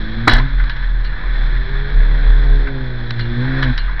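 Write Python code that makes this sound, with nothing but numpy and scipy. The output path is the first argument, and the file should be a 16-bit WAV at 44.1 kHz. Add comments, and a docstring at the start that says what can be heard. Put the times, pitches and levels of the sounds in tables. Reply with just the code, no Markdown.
"""A four-cylinder engine drones up and down, heard from inside a stripped banger racing car.
Almost at once the car rams another: a bang and a short crunch of panels overload the microphone.
The bare shell booms in the deep bass, its fittings buzz, and bumps rattle the camera housing, with
tyre rumble coming through the floor. Near the end the engine pulls hard, then drops suddenly quiet
as the throttle is lifted."""
import sys
import numpy as np
from scipy import signal
from scipy.fft import rfft, irfft
from scipy.io import wavfile

SR = 44100
rng = np.random.default_rng(int(sys.argv[2]) if len(sys.argv) > 2 else 0)


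def log_audio(samples):
    """Write samples as a 16-bit WAV file to the path given in sys.argv[1]."""
    # one column per channel
    frames = np.atleast_2d(samples).T
    # limit to full scale, then quantise
    limited = np.clip(frames, -1, 1)
    pcm = np.round(limited * 32767).astype(np.int16)
    wavfile.write(sys.argv[1], SR, pcm)


N = 176400
T = np.arange(N) / SR


def from_db(db):
    """Decibels to gain."""
    return 10 ** (np.asarray(db) / 20)


def rms_one(x):
    """Scale to unit power."""
    return x / np.sqrt(np.mean(x ** 2) + 1e-20)


def in_time(rows):
    """Each column of a timed curve at every sample."""
    times, *columns = np.transpose(rows)
    return [np.interp(T, times, column) for column in columns]


def drift(hz):
    """Smooth random wander with spread 1, mostly slower than hz."""
    pole = np.exp(-80 * np.pi * hz / SR)
    slow = signal.lfilter([1], [1, -2 * pole, pole * pole], rng.standard_normal(N // 40 + 2002))[2000:]
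    return np.interp(np.arange(N) / 40, np.arange(len(slow)), rms_one(slow))


def coloured(points):
    """Unit noise whose spectrum follows (Hz, dB) points and falls steeply beyond them."""
    hz, db = np.transpose(points)
    octave, knots = np.log2(np.maximum(np.arange(N // 2 + 1) * SR / N, 1)), np.log2(hz)
    outside = np.abs(octave - np.clip(octave, knots[0], knots[-1]))
    gain = from_db(np.interp(octave, knots, db) - 100 * outside)
    return rms_one(irfft(rfft(rng.standard_normal(N)) * gain, N))


def resonate(x, hz, width):
    """One resonance, gain 1 at its peak."""
    r = np.exp(-np.pi * width / SR)
    feedback = [1, -2 * r * np.cos(2 * np.pi * hz / SR), r * r]
    return signal.lfilter(np.array([1, 0, -1]) * (1 - r * r) / 2, feedback, x)


def burst(start, t60, rise=.001):
    """A quick rise and an exponential fall of 60 dB in t60 seconds."""
    age = np.maximum(T - start, 0)
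    return np.minimum(age / rise, 1) * np.exp(-np.log(1000) * np.minimum(age / t60, 3))


# The engine's revs. Each row: time in seconds, firing rate in Hz.
FIRING_RATE = [(0.0, 107.3), (0.25, 116), (0.35, 116.9), (0.44, 134.5), (0.6, 132.9), (0.82, 120.9),
               (1.1, 114.8), (1.35, 116.4), (1.55, 122.9), (1.78, 135.8), (2.05, 145.6), (2.35, 140.8),
               (2.66, 137.9), (2.88, 125.9), (3.08, 118.7), (3.22, 116.5), (3.35, 119), (3.5, 132),
               (3.6, 133.8), (3.74, 122.9), (4.0, 113.1)]
# The exhaust from inside the car. Each row: time in seconds, levels of harmonics 1, 2 and 3 in dB.
EXHAUST_DRONE = [(0,-35.5,-36.5,-39.5),(.24,-24,-27.5,-40),(.45,-24.5,-32.5,-47.5),(.6,-35.5,-44,-59.5),(.85,-36,-50,-55.5),(1.3,-40,-50,-48.5),(1.5,-32.5,-40.5,-44),(1.8,-29.5,-46.5,-38),(2.05,-31,-43.5,-41.5),(2.3,-29,-40,-40),(2.52,-25,-36.5,-36),(2.64,-39,-36,-34.5),(2.77,-24,-31,-38.5),(3.05,-25.5,-36.5,-42),(3.2,-19.5,-36.5,-42),(3.3,-24.5,-30,-35),(3.42,-19.5,-23,-37.5),(3.6,-22,-26,-36.5),(3.71,-17,-21.5,-45.5),(3.765,-45,-61,-64.5),(4,-36,-63,-58)]
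# The weaker orders that make the rasp. Each row: multiple of the firing rate, base level in dB.
RASP_ORDERS = [(1.5,-50.5),(2.5,-41.5),(3.5,-44),(4,-43),(4.5,-47),(5,-47.5),(5.5,-50),(6.5,-48.5),(7.5,-54)]
# The rise and fall of the rasp. Each row: time in seconds, gain in dB.
RASP_GAIN = [(0,-7.5),(.25,-7.5),(.6,-15.5),(1,-12.5),(1.35,-6),(1.7,-12.5),(2.2,-4),(2.6,-3),(3.3,-4.5),(3.5,2),(3.68,3),(3.76,-17.5)]
# How the cabin passes the rasp to the microphone. Each row: frequency in Hz, gain in dB.
CABIN_RESPONSE = [(290,-0.5),(360,-2.5),(460,-4.5),(500,2),(570,-2.5),(660,0),(740,2.5),(860,-2),(1000,3)]
def engine(firing_phase):
    """Three firing harmonics drone; uneven cylinders add orders that glide through cabin resonances."""
    rasp_db, firing_hz = in_time(RASP_GAIN)[0], in_time(FIRING_RATE)[0]
    partials = [(order, db + 2 * drift(14)) for order, db in enumerate(in_time(EXHAUST_DRONE), 1)]
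    for order, db in RASP_ORDERS:
        cabin_db = np.interp(order * firing_hz, *np.transpose(CABIN_RESPONSE))
        partials.append((order, db + rasp_db + cabin_db + 3 * drift(16)))
    return sum(np.sqrt(2) * from_db(db) * np.sin(order * firing_phase + 2 * np.pi * rng.random())
               for order, db in partials)


# The bare shell booming all round the microphone. Each row: time in seconds, level in dB.
BOOM_LEVEL = [(0, -26), (0.37, -24.5), (0.45, -18.5), (0.54, -15.5), (0.63, -9), (0.7, -24), (0.76, -22.5),
              (0.82, -13.5), (1.04, -13.5), (1.12, -18), (1.2, -26.5), (1.3, -13.5), (1.6, -11.5),
              (1.65, -26.5), (1.78, -13), (1.9, -21.5), (1.97, -5.5), (2.2, -12.5), (2.29, -4.5),
              (2.47, -11.5), (2.52, -4), (2.66, -16), (2.72, -29.5), (2.8, -24), (2.9, -34.5), (3.2, -24),
              (3.58, -24.5), (3.7, -16), (3.88, -13), (4, -24.5)]
def shell_boom():
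    """The shell's lowest resonance wanders, flatter on wide swings; a close neighbour beats with it."""
    boom_hz, neighbour_hz, wander_hz = 38.02, 41.37, 2.2
    swing = np.sqrt(2) * from_db(in_time(BOOM_LEVEL)[0])
    sag_hz = 4 * swing ** 2
    phase = 2 * np.pi * np.cumsum(boom_hz - sag_hz + wander_hz * drift(9)) / SR
    neighbour_phase = 2 * np.pi * np.cumsum(neighbour_hz + 2 * wander_hz * drift(12.4)) / SR
    boom = swing * (np.sin(phase) + from_db(-34.5) * np.sin(2 * phase))
    return boom + np.sqrt(2) * from_db(-29) * np.sin(neighbour_phase)


# The collision, from inside the ramming car. Each row: start in seconds, level in dB,
# treble offset in dB, rise in seconds, 60 dB decay in seconds.
CRASH_BLOWS = [(0.2748,1.5,-6,0.0057,0.048),(0.292,-18,1,0.0015,0.18),(0.309,-26,2.5,0.0017,0.27),(0.319,-18.5,-8,.002,0.044),(0.332,-20,-2,.002,0.06),(0.35,-23,-16.5,0.0016,0.2),(0.381,-22,0,.002,0.045),(0.397,-18.5,-21,.002,0.019)]
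# The thud of the body panels. Each row: frequency in Hz, relative level in dB.
PANEL_SPECTRUM = [(90,5),(120,7),(180,-16.5),(255,0),(340,-5),(480,-13),(750,-5),(1050,-10.5),(1500,-7)]
def crunch():
    """Each blow rattles the camera housing; the panels thud a little sooner and ring longer."""
    force = sum(from_db(db - 1) * burst(start - .0024, 1.3 * t60, rise)
                for start, db, _, rise, t60 in CRASH_BLOWS)
    return housing_rattle(CRASH_BLOWS, grain_db=-.5) + force * coloured(PANEL_SPECTRUM)


def crack():
    """First contact gives a very short, bright snap."""
    hiss = coloured([(4000, 10), (8000, -2), (15000, -27)])
    return from_db(-30) * burst(CRASH_BLOWS[0][0], t60=.013) * hiss


def shudder(start=.328, hz=31.3):
    """The shell makes a few wide, slow swings as the rammed car holds it back."""
    return from_db(1.5) * burst(start, t60=.47, rise=.01) * np.sin(2 * np.pi * hz * (T - start))


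# The resonances of the camera housing, right at the microphone.
# Each row: frequency in Hz, width in Hz, gain in dB.
HOUSING_MODES = [(978,200,-6.5),(1225,170,-5.5),(1520,69,0.5),(1739,64,1),(1998,140,-1),(2280,400,-5.5),(2984,330,-3),(3403,140,-4),(3870,160,-1),(4110,390,-0.5),(5320,500,-14)]
def housing_rattle(blows, grain_db):
    """Each blow is a dying chatter of contacts that rings the camera housing."""
    middle = sum(from_db(db) * burst(start, t60, rise) for start, db, _, rise, t60 in blows)
    treble = sum(from_db(db + tilt) * burst(start, t60, rise) for start, db, tilt, rise, t60 in blows)
    chatter = rms_one(rng.standard_normal(N) * from_db(grain_db * drift(380)))
    out = 0
    for k, (hz, width, db) in enumerate(HOUSING_MODES):
        ring = resonate(chatter * (treble if hz > 2700 else middle), hz, width)
        out += (-1) ** k * from_db(db) * np.sqrt(SR / (2 * np.pi * width)) * ring
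    return out


# Hollow panels knocking around the cabin. Each row: start in seconds, level in dB, pitch in Hz.
PANEL_CLONKS = [(0.274,-2.5,1422),(0.395,-17,1014),(0.596,-15.5,1540),(1.235,-25,1050),(2.0,-22.5,1700),(2.669,-15,1580),(3.623,-12.5,1625),(3.878,-24.5,1388),(3.892,-26.5,985)]
def clonks(rise=.0045, t60=.064):
    """Each hollow panel rings briefly at an unsteady pitch and makes the camera housing chatter."""
    unsteady_time = np.cumsum(1 + .055 * drift(100)) / SR
    rings = sum(from_db(db) * burst(start, t60, rise) * np.sin(2 * np.pi * hz * unsteady_time)
                for start, db, hz in PANEL_CLONKS)
    dull_blows = [(start, db - 5.5, -14.5, rise, t60) for start, db, _ in PANEL_CLONKS]
    return rings + housing_rattle(dull_blows, grain_db=2)


# Knocks close to the microphone. Each row: start in seconds, level in dB, treble offset in dB,
# rise in seconds, 60 dB decay in seconds.
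BUMP_KNOCKS = [(.636,-24,-6,0.0029,0.039),(.694,-19.5,-4.5,0.0019,0.067),(.763,-25.5,-3,0.0028,0.043),(.822,-25,-9.5,0.0037,0.08),(1.044,-21.5,-2.5,0.0014,0.045),(3.1055,-7.5,-2,0.0025,0.013),(3.192,-21.5,-2.5,0.002,0.052),(3.623,-16,-2.5,.004,0.11),(3.774,-20.5,2,0.0034,0.058),(3.995,-9,-8,0.0028,0.055)]
def knocks():
    """Bumps jolt the camera housing into short, grainy rattles."""
    return housing_rattle(BUMP_KNOCKS, grain_db=4.5)


# The buzz inside the cabin. Each row: time in seconds, midrange level in dB, treble level in dB.
BUZZ_LEVELS = [(0,-34,-38.5),(.42,-32.5,-42),(.53,-35,-42.5),(.8,-33,-42),(.97,-36.5,-45.5),(1.2,-33,-44.5),(1.38,-31.5,-40),(1.7,-32.5,-41),(2.05,-32,-41.5),(2.5,-33,-40.5),(2.8,-36,-44),(3.3,-34,-40),(3.5,-28.5,-38.5),(3.63,-25.5,-36),(3.8,-32.5,-40.5),(3.98,-33.5,-46)]
# The tone of those two bands. Each row: frequency in Hz, relative level in dB.
BUZZ_MIDDLE = [(600,-16),(800,-10),(950,-5.5),(1380,-4.5),(1510,3),(1740,4.5),(2070,-5),(2170,-4),(2800,-19.5)]
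BUZZ_TREBLE = [(2700,-26),(3100,-7),(3300,-1),(3480,4.5),(3720,-7.5),(3930,0),(4190,-4),(4540,-16.5),(5300,-20.5),(5800,-32)]
def buzz(firing_phase):
    """Fittings shaken by the engine pulse with the crank and flutter unevenly."""
    middle_db, treble_db = in_time(BUZZ_LEVELS)
    flutter_db = drift(29)
    middle = from_db(middle_db + flutter_db) * coloured(BUZZ_MIDDLE)
    treble = from_db(treble_db + .87 * flutter_db) * coloured(BUZZ_TREBLE)
    pulse = (np.sin(firing_phase) + np.sin(firing_phase / 2)) / 2
    return (middle + treble) * (1 + .069 * pulse)


# A loose metal part, faint in the cabin. Each row: start in seconds, level in dB.
CLINK_STRIKES = [(0.698,-45),(1.046,-40.5),(3.195,-37),(3.778,-33.5)]
# Its modes. Each row: frequency in Hz, gain in dB, 60 dB decay in seconds.
METAL_MODES = [(2353,-5,.26),(2836,-9,.3),(3070,-6,.12),(4020,-5,.2),(4150,-1,.12),(4465,-4,.09)]
def clinks(bounce_s=.013, bounce_db=3):
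    """The loose part is struck and bounces once; its modes ring at varying strength and rattle."""
    bounces = [(start + bounce_s, db + bounce_db) for start, db in CLINK_STRIKES]
    out = 0
    for start, db in CLINK_STRIKES + bounces:
        for hz, mode_db, t60 in METAL_MODES:
            strength = from_db(db + mode_db + 1.5 * rng.standard_normal())
            out += strength * burst(start, t60) * np.sin(2 * np.pi * hz * (T - start))
    return out * rms_one(from_db(2 * drift(120)))


# The track under the car. Each row: time in seconds, level in dB.
TYRE_LEVEL = [(0,-31.5),(.25,-29),(.45,-35),(1.3,-34),(2,-30.5),(2.9,-33.5),(3.65,-37.5),(3.8,-33.5)]
# Its tone from above the floor. Each row: frequency in Hz, relative level in dB.
TYRE_SPECTRUM = [(18,-2),(45,2.5),(80,-6),(150,-4),(220,-14),(400,-20.5),(700,-23.5),(1200,-42.5)]
def tyres():
    """Tyres rolling on the track rumble through the floor."""
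    return from_db(in_time(TYRE_LEVEL)[0]) * coloured(TYRE_SPECTRUM)


def scene(top_hz=6020):
    """The mix is low-passed steeply at 6 kHz; only the bright snap of first contact reaches higher."""
    firing_hz = in_time(FIRING_RATE)[0] * (1 + .0049 * drift(18.5))
    firing_phase = 2 * np.pi * np.cumsum(firing_hz) / SR
    mix = tyres() + engine(firing_phase) + shell_boom() + buzz(firing_phase)
    mix += knocks() + crunch() + shudder() + clonks() + clinks()
    low_passed = signal.sosfilt(signal.ellip(8, .5, 70, top_hz, fs=SR, output="sos"), mix)
    return (low_passed + crack())[None]


def record(dry, offset=.073, cutoff_hz=15800):
    """The microphone signal sits off centre and clips at full scale; the top is cut."""
    edge_fade = np.minimum(np.minimum(T, T[-1] - T) / .002, 1)
    clipped = np.clip(dry + offset, -1, 1) * edge_fade
    return signal.sosfilt(signal.cheby2(12, 70, cutoff_hz, fs=SR, output="sos"), clipped)


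dry = scene()
out = record(dry)
log_audio(out)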